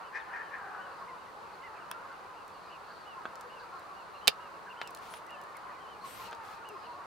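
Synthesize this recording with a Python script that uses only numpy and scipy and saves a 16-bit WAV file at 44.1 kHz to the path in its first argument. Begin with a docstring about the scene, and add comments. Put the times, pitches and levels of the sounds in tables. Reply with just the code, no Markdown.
"""Hundreds of distant shearwaters wail together at night, heard from a rock shelter at the colony's edge.
A nearer bird rasps three times, ragged pulses ringing its throat, and trails off in a hoarse moan.
Single wails and thin peeps arch above the crowd; each voice is a membrane whose pitch jitters.
Close by come a few knocks and ticks, soft rubbing as of a handled camera, and one sharp snap,
the loudest sound: a catch strikes home and the casing rings."""
import sys
import numpy as np
from scipy import signal
from scipy.fft import rfft, irfft, next_fast_len
from scipy.io import wavfile

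SR = 44100
rng = np.random.default_rng(int(sys.argv[2]) if len(sys.argv) > 2 else 0)


def transcribe(u):
    """Save the signal u as a 16-bit wav file named by the first command-line argument.

    u: samples, shape (n,) or (channels, n), limited to [-1, 1]; the rate is SR.
    q: integer samples, one column per channel.
    """
    v = np.clip(np.atleast_2d(u).T, -1, 1)
    q = np.round(v * 32767).astype(np.int16)
    wavfile.write(sys.argv[1], SR, q)


N = 311331

# rock shelter reverberation: freq_hz, t60_s
SHELTER_DECAY = [(200, 0.3), (2500, 0.077), (5000, 0.1), (12000, 0.016)]


def amp(db):
    """Decibels to gain."""
    return 10 ** (np.asarray(db) / 20)


def unit(x):
    """x at rms 1."""
    return x / np.sqrt(np.mean(x ** 2) + 1e-20)


def along(points, hz):
    """(freq_hz, value) points read on a log axis."""
    freqs_hz, values = np.transpose(points)
    return np.interp(np.log(hz + 1), np.log(freqs_hz), values)


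def wobble(rate_hz, size=N):
    """Random curve with rate_hz knots a second."""
    knots = rng.standard_normal(int(size * rate_hz / SR) + 2)
    return np.interp(np.arange(size) * rate_hz / SR, np.arange(len(knots)), knots)


def gate(start_s, end_s, attack_s, release_s):
    """Exponential rise, hold from start_s to end_s, exponential decay."""
    t = np.arange(N) / SR
    return np.exp(-np.maximum(start_s - t, 0) / attack_s - np.maximum(t - end_s, 0) / release_s)


def elapsed(start_s, end_s):
    """Seconds since start_s, held from end_s."""
    return np.clip(np.arange(N) / SR, start_s, end_s) - start_s


def add(track, start_s, sound):
    """Mix a sound into a track."""
    start = max(round(start_s * SR), 0)
    part = track[..., start:start + sound.shape[-1]]
    part += sound[..., :part.shape[-1]]


def filtered(x, response):
    """x through a frequency response."""
    size = x.shape[-1]
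    padded = next_fast_len(size + 4096, True)
    return irfft(rfft(x, padded) * response(np.fft.rfftfreq(padded, 1 / SR)), padded)[..., :size]


def coloured(x, spectrum):
    """x with a (freq_hz, gain_db) colour, at rms 1."""
    return unit(filtered(x, lambda hz: amp(along(spectrum, hz))))


def resonance(hz, centre_hz, width_hz):
    """Causal response of one resonance."""
    return 1j * hz * width_hz / (centre_hz ** 2 - hz ** 2 + 1j * hz * width_hz)


def band(x, centre_hz, width_hz):
    """x twice through one resonance, at rms 1."""
    return unit(filtered(x, lambda hz: resonance(hz, centre_hz, width_hz) ** 2))


def hump(hz, centre_hz, octaves):
    """Broad rounded peak with straight skirts."""
    return amp(-16 * np.hypot(np.log2((hz + 60) / centre_hz) / octaves, .6))


def spread(pair):
    """Two unrelated signals as mid and side of a wide field."""
    # stereo width: freq_hz, side_gain_db
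    width = [(60, -1), (110, -5), (200, -0.5), (380, -5), (700, -9), (1290, -1.5), (2380, -4.5), (4400, -6),
             (8120, -0.5), (15000, -9)]
    side = filtered(pair[1], lambda hz: amp(along(width, hz)))
    return np.array([pair[0] + side, pair[0] - side])


def echoes(x):
    """The shelter's diffuse stereo tail; each frequency dies at its own rate."""
    hz, t, noise = signal.stft(rng.standard_normal((2, SR // 2)), SR, nperseg=256)
    decay = amp(-60 * t / along(SHELTER_DECAY, hz)[:, None])
    tail = signal.istft(noise * decay, SR, nperseg=256)[1]
    return signal.fftconvolve(x[None], tail / np.linalg.norm(tail[0]), axes=1)[:, :N]


def arch(length_s, rise, fall):
    """Relative pitch and loudness of a note that climbs quickly and sinks slowly."""
    progress = np.linspace(0, 1, int(length_s * SR))
    pitch = 1 - rise * np.exp(-progress / 0.0911) - fall * (progress - .3) ** 2
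    return pitch, np.abs(np.sin(np.pi * progress)) ** 0.4


def syrinx(pitch_hz, rough, harmonics=6):
    """Vibrating membrane; period and level jitter more as the voice gets rough."""
    jitter = 0.136 * rough * wobble(350, len(pitch_hz))
    phase = 2 * np.pi * np.cumsum(pitch_hz * (1 + jitter)) / SR
    stack = sum(np.sin((k + 1) * phase.astype(np.float32)) for k in range(harmonics))
    return unit(stack * amp(5.3 * rough * wobble(220, len(pitch_hz))))


def contact(colour, t60_s, rattle=0.15, size=1024):
    """One blow: a push and a dying rattle of micro-contacts through a minimum-phase colour."""
    t = np.arange(size) / SR
    cepstrum = irfft(np.log(colour(np.fft.rfftfreq(size, 1 / SR)) + 1e-5))
    cepstrum[1:size // 2] *= 2
    cepstrum[size // 2 + 1:] = 0
    impulse_response = irfft(np.exp(rfft(cepstrum)))[:size // 2]
    force = (t == 0) + rattle * rng.standard_normal(size) * 1e-3 ** (t / t60_s)
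    blow = np.convolve(impulse_response, force)
    return 3 * blow / np.linalg.norm(blow)


def ringing(modes, attack_s=0.0017):
    """Struck modes, each dying at its own rate."""
    t = np.arange(SR // 5) / SR
    ring = sum(amp(db) * 1e-3 ** (t / t60_s) * np.sin(2 * np.pi * (hz * t + rng.random()))
               for hz, db, t60_s in modes)
    return ring * (1 - np.exp(-t / attack_s))


def far_peeps(top_hz, rough, count):
    """Many short peeps at random moments, at rms 1."""
    out = np.zeros((2, N))
    for i, (when, long, high) in enumerate(rng.random((count, 3))):
        pitch, swell = arch(0.0319 + 0.0524 * long, rise=0.1014, fall=0.199)
        voice = syrinx(top_hz * (1 + .16 * (high - .5)) * pitch, rough, harmonics=1)
        add(out[i % 2], (i + when) / count * N / SR, swell * voice)
    return unit(out)


def night_air():
    """Steady wash of the sea and the farthest birds; high chirps merge into fluttering bouts."""
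    # wash spectrum: freq_hz, gain_db
    wash_colour = [(25, -10), (50, -15), (85, -10.5), (125, -14.5), (180, -8.5), (240, -14), (440, -4.5),
                   (650, -5.5), (1100, -1), (2030, -18.5), (2800, -21.5), (3300, -22.5), (4450, -20.5),
                   (5300, -27.5), (7500, -32), (8800, -32.5), (11000, -36), (15800, -40.5)]
    # far twittering: middle_s, length_s, level_db
    twitter_bouts = [(.97, .25, -72), (1.541, 0.049, -69), (2.662, .32, -74), (2.944, 0.3, -69),
                     (3.62, 0.086, -62.5), (3.77, .11, -68), (4.0, 0.17, -73), (6.266, .26, -65),
                     (6.55, 0.11, -67), (6.88, .22, -68.5)]
    wash = amp(-52.0 + 0.35 * wobble(6.7)) * coloured(rng.standard_normal((2, N)), wash_colour)
    blur = band(rng.standard_normal((2, N)), 4220, 900)
    chirps = unit(blur + amp(1) * far_peeps(top_hz=4550, rough=0.257, count=380))
    swell = np.full(N, amp(-80))  # floor between bouts
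    for middle_s, length_s, db in twitter_bouts:
        add(swell, middle_s - length_s / 2, amp(db) * signal.windows.tukey(int(length_s * SR), .8))
    twitter = swell * amp(2.5 * wobble(45)) * chirps
    return spread(wash + twitter + amp(-74.5) * far_peeps(top_hz=2670, rough=0.37, count=70))


def colony(count=340):
    """Far wavering wails, each with its own formant, dulled by distance; slopes smear part into a wash."""
    # swell and ebb: time_s, level_db
    levels = [(0.0, -46), (.1, -50.5), (0.19, -47.5), (0.77, -47), (0.92, -49.5), (1.34, -52), (2.0, -47),
              (2.54, -53.5), (3.17, -49.5), (4.23, -50), (4.36, -49.5), (5.54, -49.5), (5.7, -47.5),
              (6.07, -53), (6.43, -47.5), (6.8, -50.5), (7.06, -49)]
    # crowd spectrum: freq_hz, gain_db
    chorus = [(250, -16), (420, -11.5), (650, -7), (820, 0), (1050, 0), (1350, -2), (1700, -10),
              (2200, -14), (3000, -15.5), (5000, -90)]
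    crowd = np.zeros((2, N + SR))
    for i, (when, long, high, loud, hoarse, vowel) in enumerate(rng.random((count, 6))):
        pitch, swell = arch(.05 + .15 * long, rise=.2, fall=.3)
        pitch_hz = 320 * 2 ** high * pitch * (1 + 0.0199 * wobble(60, len(pitch)))
        voice = syrinx(pitch_hz, rough=.15 + .45 * hoarse)
        voice = unit(filtered(voice, lambda hz: resonance(hz, 500 + 1300 * vowel, 1100)))
        add(crowd[i % 2], (i + when) / count * (N / SR + 1), amp(5 * loud) * swell * voice)
    voices = coloured(crowd[:, SR // 2:][:, :N], chorus)
    wash = 0.52 * coloured(rng.standard_normal((2, N)), chorus)
    level_db = np.interp(np.arange(N) / SR, *np.transpose(levels)) - 2.5
    return amp(level_db) * spread(voices + wash)


def wails():
    """Single birds wail in an arch through one formant; some carry a strong fundamental."""
    # wails: start_s, length_s, top_hz, level_db, formant_hz, roughness, fundamental_db, fall_ratio
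    calls = [(.88, 0.053, 432, -54, 1300, 0.2, -22, 0.11), (1.005, .04, 371, -48, 1150, 0.1, -22, .2),
             (1.065, 0.11, 350.3, -50, 1030, 0, -18, 0.16), (1.345, 0.063, 413.5, -52.5, 910, 0, -18, 0.15),
             (1.92, .08, 462, -51.5, 1380, .12, -29, 0.11), (1.98, 0.062, 500, -56, 1400, 0.53, -24, .2),
             (2.075, 0.065, 505, -51, 1400, 0.57, -19, 0.23), (2.89, 0.043, 550, -55.5, 1640, .15, -25, .2),
             (3.145, 0.059, 358, -48.5, 1030, 0, -23, 0.28), (3.44, 0.042, 502, -59, 1010, .1, 8, 0.27),
             (3.63, .05, 440, -56, 1290, 0.2, -22, 0.27), (3.712, 0.082, 467, -50.5, 1300, 0.2, -25, 0.42),
             (3.71, 0.088, 365, -53, 1080, 0, -24, .3), (3.88, 0.064, 390, -49, 1120, 0.3, -22, 0.24),
             (4.2, .24, 430, -57, 1280, .04, -20, 0.028), (5.31, 0.15, 582, -58.5, 1770, 0.14, -26, .03),
             (5.44, 0.098, 617, -62, 1870, .12, -24, 0.043), (5.845, 0.038, 359, -53, 1080, .05, -22, .3),
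             (6.185, 0.051, 358, -48.5, 1110, 0.08, -24, 0.28),
             (6.215, 0.2, 470.7, -51, 940, 0.05, -9, 0.075), (6.6, 0.055, 481, -55, 1500, 0.04, -22, 0.33),
             (6.692, 0.072, 428, -52, 1200, 0.04, 1.5, 0.36),
             (6.75, 0.026, 359, -47, 1050, 0.06, -20, 0.29),
             (6.86, .075, 325.5, -47, 930, 0.13, -18, 0.075),
             (6.93, 0.13, 375, -51.5, 1070, 0.14, -27, 0.068)]
    out = np.zeros(N)
    for start_s, length_s, top_hz, db, formant_hz, rough, fundamental_db, fall in calls:
        pitch, swell = arch(length_s, rise=0.139, fall=fall)
        voice = band(syrinx(top_hz * pitch, rough), formant_hz, width_hz=234)
        fundamental = amp(fundamental_db) * syrinx(top_hz * pitch, rough, harmonics=1)
        add(out, start_s, amp(db) * swell * (voice + fundamental))
    return out


def peeps():
    """Whistles from clear to hoarse, each a small arch of pitch with a quavering start."""
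    # peeps and yelps: start_s, length_s, top_hz, level_db, rise_ratio, roughness
    calls = [(.034, 0.069, 3010, -61, 0.075, 0), (.19, 0.035, 3600, -59, .05, 0.1),
             (.41, 0.093, 3160, -67, .1, .05), (.8, 0.081, 3050, -62.5, 0.15, 0),
             (1.074, 0.047, 2130, -54, 0.13, 0.17), (1.17, .08, 2900, -66, .2, 0.2),
             (1.265, 0.052, 2000, -58, .05, .3), (1.62, 0.066, 2950, -62, 0.12, 0.06),
             (1.632, .052, 2080, -48, 0.053, 0.03), (1.745, 0.053, 2500, -59, .15, 0.4),
             (1.803, 0.033, 2870, -61.5, 0.072, .08), (2.32, .04, 2480, -67, .08, 0.4),
             (2.35, 0.086, 2870, -63, 0.14, .15), (2.52, .08, 4520, -67, .04, .1),
             (2.545, .045, 2900, -66, .08, .12), (2.694, .078, 2980, -56, .2, 0.14),
             (2.71, 0.063, 2720, -59, 0.11, 0.36), (2.893, .09, 4530, -64.5, 0.031, 0.13),
             (2.975, 0.076, 4570, -70, .05, 0.1), (3.051, .092, 2970, -56.5, .13, .03),
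             (3.06, .06, 4400, -75, .04, 0.17), (3.495, 0.1, 2940, -58.5, 0.093, 0),
             (3.598, 0.035, 1660, -50, 0.21, 0), (3.96, 0.072, 2920, -62, 0.084, 0.02),
             (4.135, 0.094, 4260, -64, 0.037, .08), (4.147, 0.028, 2830, -57, 0.11, 0),
             (4.208, 0.12, 3090, -57, 0.14, 0.13), (4.395, .088, 2880, -60.5, 0.089, 0),
             (4.66, 0.033, 1680, -48, 0.13, 0.14), (4.7, 0.031, 2820, -51.5, 0.091, .1),
             (4.762, 0.095, 3110, -56, .14, 0.13), (4.82, .075, 2880, -53, 0.024, .2),
             (5.265, 0.046, 2030, -55, .1, 0.03), (5.294, 0.069, 2870, -51, 0.065, 0),
             (5.33, 0.11, 3090, -65, .08, 0), (5.541, 0.041, 2150, -53, .22, 0.2),
             (5.69, 0.04, 1880, -56, .08, 0.26), (5.715, .06, 2450, -60, .1, 0.17),
             (5.755, 0.081, 2040, -59.5, 0.075, 0.06), (5.783, 0.093, 3170, -63, .17, 0.03),
             (5.868, 0.086, 3120, -59.5, .17, 0), (6.008, 0.053, 4330, -59.5, 0.046, 0.1),
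             (6.03, 0.04, 1115, -43, .1, 0.1), (6.22, 0.078, 2900, -58, 0.063, .1),
             (6.645, 0.07, 2930, -55, 0.15, .06), (6.66, .25, 5080, -71, .03, 0),
             (6.83, 0.057, 2870, -58, 0.11, 0.3)]
    out = np.zeros(N)
    for start_s, length_s, top_hz, db, rise, rough in calls:
        pitch, swell = arch(length_s, rise, fall=.25)
        t = np.arange(len(pitch)) / SR
        quaver = (0.18 * rough + .04 * np.exp(-t / .01)) * wobble(700, len(t))
        note = np.sin(2 * np.pi * np.cumsum(top_hz * pitch * (1 + quaver)) / SR)
        flutter_db = 2 * wobble(210, len(t))
        add(out, start_s, amp(db + flutter_db) * np.sqrt(swell) * note)
    return out


def throat_rasp(pulse_hz=210, jitter=0.23, leak=0.61):
    """Ragged puffs of air, with a leak between them, ring the throat."""
    # throat resonances: centre_hz, width_hz, gain_db
    formants = [(1713, 98, 4.5), (1870, 130, 2), (2270, 570, -6.5), (2640, 160, -7)]

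    def throat(hz):
        """Formants of alternating sign within one broad band."""
        peaks = sum((-1) ** k * amp(db) * resonance(hz, centre_hz, width_hz)
                    for k, (centre_hz, width_hz, db) in enumerate(formants))
        return peaks * resonance(hz, 1800, 1100) ** 2

    cycles = np.cumsum(pulse_hz * (1 + jitter * wobble(200))) / SR
    puffs = rng.standard_normal(N) * (leak + np.exp(-(cycles % 1) / .2))
    edge = amp(-27.5) * band(puffs, 5200, 1400)
    chest = amp(-13.5) * band(puffs, 970, 700)
    return unit(filtered(puffs, throat)) + edge + chest


def near_bird():
    """Three rasps trail off in wheezes; a hoarse moan sounds under the second and after the third."""
    # rasps, the second in two parts: start_s, hold_s, level_db, tilt_db_per_octave
    rasps = [(0.155, .018, -38, 1.5), (.338, 0.035, -43, -6), (0.407, .006, -46, -14),
             (0.535, .013, -42.5, -9)]
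    # moans: start_s, end_s, first_hz, last_hz, level_db
    moans = [(0.294, 0.398, 365, 416, -50.5), (0.582, 0.9, 420, 365.1, -45.5)]
    # mouth response: freq_hz, gain_db
    mouth = [(370, -36), (600, -13), (760, 1), (900, -13), (1100, -1.5), (1480, 4), (1800, -3), (2200, -47),
             (4000, -55)]
    attack_s, glide_s, fade_db_per_s = 0.011, .085, 14
    rasp = throat_rasp()
    out = np.zeros(N)
    for start_s, hold_s, db, tilt in rasps:
        burst = gate(start_s, start_s + hold_s, attack_s, release_s=0.016)
        wheeze = amp(-13) * gate(start_s, start_s + hold_s, attack_s, release_s=0.13)
        tilted = filtered(rasp, lambda hz: amp(tilt * np.log2(np.clip(hz / 1800, 1, 2))))
        out += amp(db) * (burst + wheeze) * tilted
    for start_s, end_s, first_hz, last_hz, db in moans:
        age_s = elapsed(start_s, end_s)
        glide_hz = last_hz + (first_hz - last_hz) * np.exp(-age_s / glide_s)
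        pitch_hz = glide_hz * (1 + 0.0122 * wobble(30.38))
        swell = amp(db - fade_db_per_s * age_s) * gate(start_s, end_s, attack_s, release_s=0.055)
        voice = coloured(syrinx(pitch_hz, rough=0.12) + syrinx(pitch_hz, rough=0.92), mouth)
        out += swell * (voice + amp(-27) * rasp)
    return out


def rubbing():
    """Fibres slip in a grainy hiss with narrow scrapes, left of centre, and drum faintly on the casing."""
    # fibre hiss: freq_hz, gain_db
    cloth = [(1200, 6.5), (2400, 7), (4200, 1.5), (6500, -3), (8500, -6), (11000, -6.5), (12500, -9),
             (14000, -7), (16000, -8)]
    # strokes: start_s, end_s, level_db
    strokes = [(5.028, 5.175, -56), (6.052, 6.274, -53), (6.445, 6.542, -57.5)]
    # narrow scrapes: start_s, end_s, centre_hz, level_db
    scrapes = [(5.087, 5.196, 9850, -59), (6.03, 6.287, 12200, -60), (6.04, 6.19, 8400, -59.5)]
    # shading of the right side: freq_hz, gain_db
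    shadow = [(200, -7.5), (700, 0), (2000, -5.5), (4400, -2), (8000, -3), (11000, -6), (14000, -11)]
    drum_colour = [(25, -31), (70, 5), (300, -4), (900, -35), (3000, -70)]  # freq_hz, gain_db
    swell_db_per_s = 9  # pressure grows along a stroke
    hiss = coloured(rng.standard_normal((2, N)) * amp(wobble(800)), cloth)
    drumming = amp(-11.5) * coloured(rng.standard_normal((2, N)), drum_colour)
    pressure = np.zeros(N)
    for start_s, end_s, db in strokes:
        swell = amp(db + swell_db_per_s * elapsed(start_s, end_s))
        pressure += swell * gate(start_s, end_s, attack_s=0.019, release_s=0.025)
    rub = (hiss + drumming) * pressure
    for start_s, end_s, centre_hz, db in scrapes:
        size = int((end_s - start_s) * SR)
        scrape = band(rng.standard_normal((2, size)), centre_hz, width_hz=1600)
        add(rub, start_s, amp(db) * signal.windows.tukey(size, .5) * scrape)
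    mid, side = rub[0], amp(-4.5) * rub[1]
    return np.array([mid + side, filtered(mid - side, lambda hz: amp(along(shadow, hz)))])


def ticks():
    """Light contacts, each centred on its own pitch, with a scatter of fainter ones."""
    # clear ticks: start_s, level_db, centre_hz
    clear = [(2.48, -47, 7000), (3.356, -40, 4660), (3.411, -38.5, 6170), (3.795, -49, 8000),
             (4.875, -35, 4400), (4.9076, -43, 9000), (4.9492, -33.5, 6300), (4.973, -39, 3780),
             (5.307, -46.5, 6300), (5.415, -44.5, 6360), (5.5693, -40, 7000), (6.3115, -43, 3980),
             (6.3498, -44, 3480), (6.689, -38.5, 9800)]
    faint = [(start_s, -49, 7000) for start_s in rng.uniform(4.7, 5.5, 5)]
    out = np.zeros(N)
    for start_s, db, centre_hz in clear + faint:
        add(out, start_s, amp(db) * contact(lambda hz: hump(hz, centre_hz, octaves=1.6), t60_s=.011))
    return out + amp(-7) * echoes(out)


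def knocks():
    """A hollow body tone with a thud below it, a thin crack and a brief ring on top."""
    # dull knocks: start_s, level_db, centre_hz, thud_db, crack_db, ring_db
    blows = [(1.9142, -25.5, 1280, -0.5, 0.5, -14.5), (3.2544, -22, 1320, 1.5, -33, -22),
             (4.8153, -20.5, 2210, 0, -28, -23), (5.139, -32, 2700, 2, -6, -21),
             (6.322, -37, 2200, 3, -19, -22), (6.329, -35.5, 2420, 8, -17, -19)]
    # ring modes: freq_hz, level_db, t60_s
    modes = [(2650, 1, 0.028), (3340, -3.5, 0.036), (3596, -8, 0.039)]
    # thud spectrum: freq_hz, gain_db
    thud_colour = [(60, -27), (300, -9.5), (600, -1.5), (1100, 2.5), (1500, 0.5), (2500, -15), (8000, -77)]
    # crack spectrum: freq_hz, gain_db
    crack_colour = [(500, -25), (2400, -8), (3350, 3), (4200, -15), (5600, 0.5), (6500, -15), (8200, -19),
                    (8900, -4), (10500, -6), (15000, -11)]
    out = np.zeros(N)
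    for start_s, db, centre_hz, thud_db, crack_db, ring_db in blows:
        add(out, start_s, amp(db + ring_db) * ringing(modes))
        body = contact(lambda hz: hump(hz, centre_hz, octaves=0.85), t60_s=0.028, rattle=0.12)
        thud = contact(lambda hz: amp(along(thud_colour, hz)), t60_s=0.02, rattle=0.078)
        crack = contact(lambda hz: amp(along(crack_colour, hz)), t60_s=0.0082)
        add(out, start_s, amp(db) * (body + amp(thud_db) * thud + amp(crack_db) * crack))
    return out + amp(-11) * echoes(out)


def snap():
    """A catch lets go and strikes home within milliseconds, on the right; the casing rings and rocks."""
    # contacts of the catch: start_s, level_db, tilt_db_per_octave
    contacts = [(4.2741, -12, 0), (4.2787, -0.5, 5), (4.281, -4.5, 0), (4.2858, -18, -5.5)]
    # contact spectrum: freq_hz, gain_db
    catch_colour = [(60, -16), (330, -23.5), (600, -11), (900, -13), (1400, -7), (1900, -8.5), (2650, 0),
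                    (3200, -1), (3900, -1), (4500, -3), (5400, -13), (6600, -16), (10500, -25.5),
                    (13000, -29), (15800, -31)]
    # casing modes: freq_hz, level_db, t60_s
    casing = [(1220, -3, 0.057), (2337, 16, 0.022), (2500, 4, 0.04), (2810, 4, 0.063), (3260, -10, 0.064),
              (3610, 3.5, 0.05), (4410, 0, 0.052), (4100, 2, 0.04), (4880, -2, 0.074), (5360, -17, 0.06),
              (6260, -18, 0.034), (7140, -21, .045), (10140, -8, 0.058)]
    # jolt at each microphone port: freq_hz, gain_db
    port_colour = [(30, -42), (100, -14), (250, -6), (600, -5), (1500, 5), (4000, 8.5), (8000, -7),
                   (16000, -7)]
    # side-to-side modes of the body: freq_hz, level_db, t60_s
    rocking = [(175, -17, .06), (430, 0, .04), (540, 1, .035)]
    # shading of the left side: freq_hz, gain_db
    shadow = [(60, -1), (380, -12), (700, 1.5), (1290, -14.5), (2400, -7), (4400, -11.5), (8100, -8.5),
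              (14000, -4)]
    strike_s, jolt_t60_s = contacts[1][0], 0.052
    right, ports = np.zeros(N), np.zeros((2, N))
    for start_s, db, tilt in contacts:
        colour = lambda hz: amp(along(catch_colour, hz) + tilt * np.log2((hz + 500) / 3000))
        add(right, start_s, amp(db + 5.5) * contact(colour, t60_s=0.0082))
    add(right, strike_s, amp(-26) * ringing(casing))
    t = np.arange(SR // 5) / SR
    jolt = coloured(rng.standard_normal((2, len(t))), port_colour)
    add(ports, strike_s, amp(-22 - 60 * t / jolt_t60_s) * jolt)
    rock = ringing(rocking, attack_s=0.0027)
    add(ports, strike_s + .003, amp(-17) * np.array([rock, -rock]))
    left = filtered(right, lambda hz: amp(along(shadow, hz)))
    return np.array([left, right]) + ports + amp(-22) * echoes(right)


def scene():
    """Birds outside, small handling sounds inside the shelter."""
    near, calls = near_bird(), peeps() + wails()
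    near = near * amp([[1], [-3]]) + amp(-8) * echoes(near)  # left of centre
    calls = calls + amp(-12) * echoes(calls)
    return night_air() + colony() + calls + near + rubbing() + ticks() + knocks() + snap()


def record(dry):
    """The camera rounds off the highest peaks, thins the deep bass and cuts the top treble."""
    ceiling, low_cut_hz, top_hz = .64, 45, 15850
    rounded = dry / (1 + (dry / ceiling) ** 4) ** .25
    thinned = signal.sosfilt(signal.butter(2, low_cut_hz, "high", fs=SR, output="sos"), rounded)
    return filtered(thinned, lambda hz: 1 / (1 + (hz / top_hz) ** 160))


dry = scene()
out = record(dry)
transcribe(out)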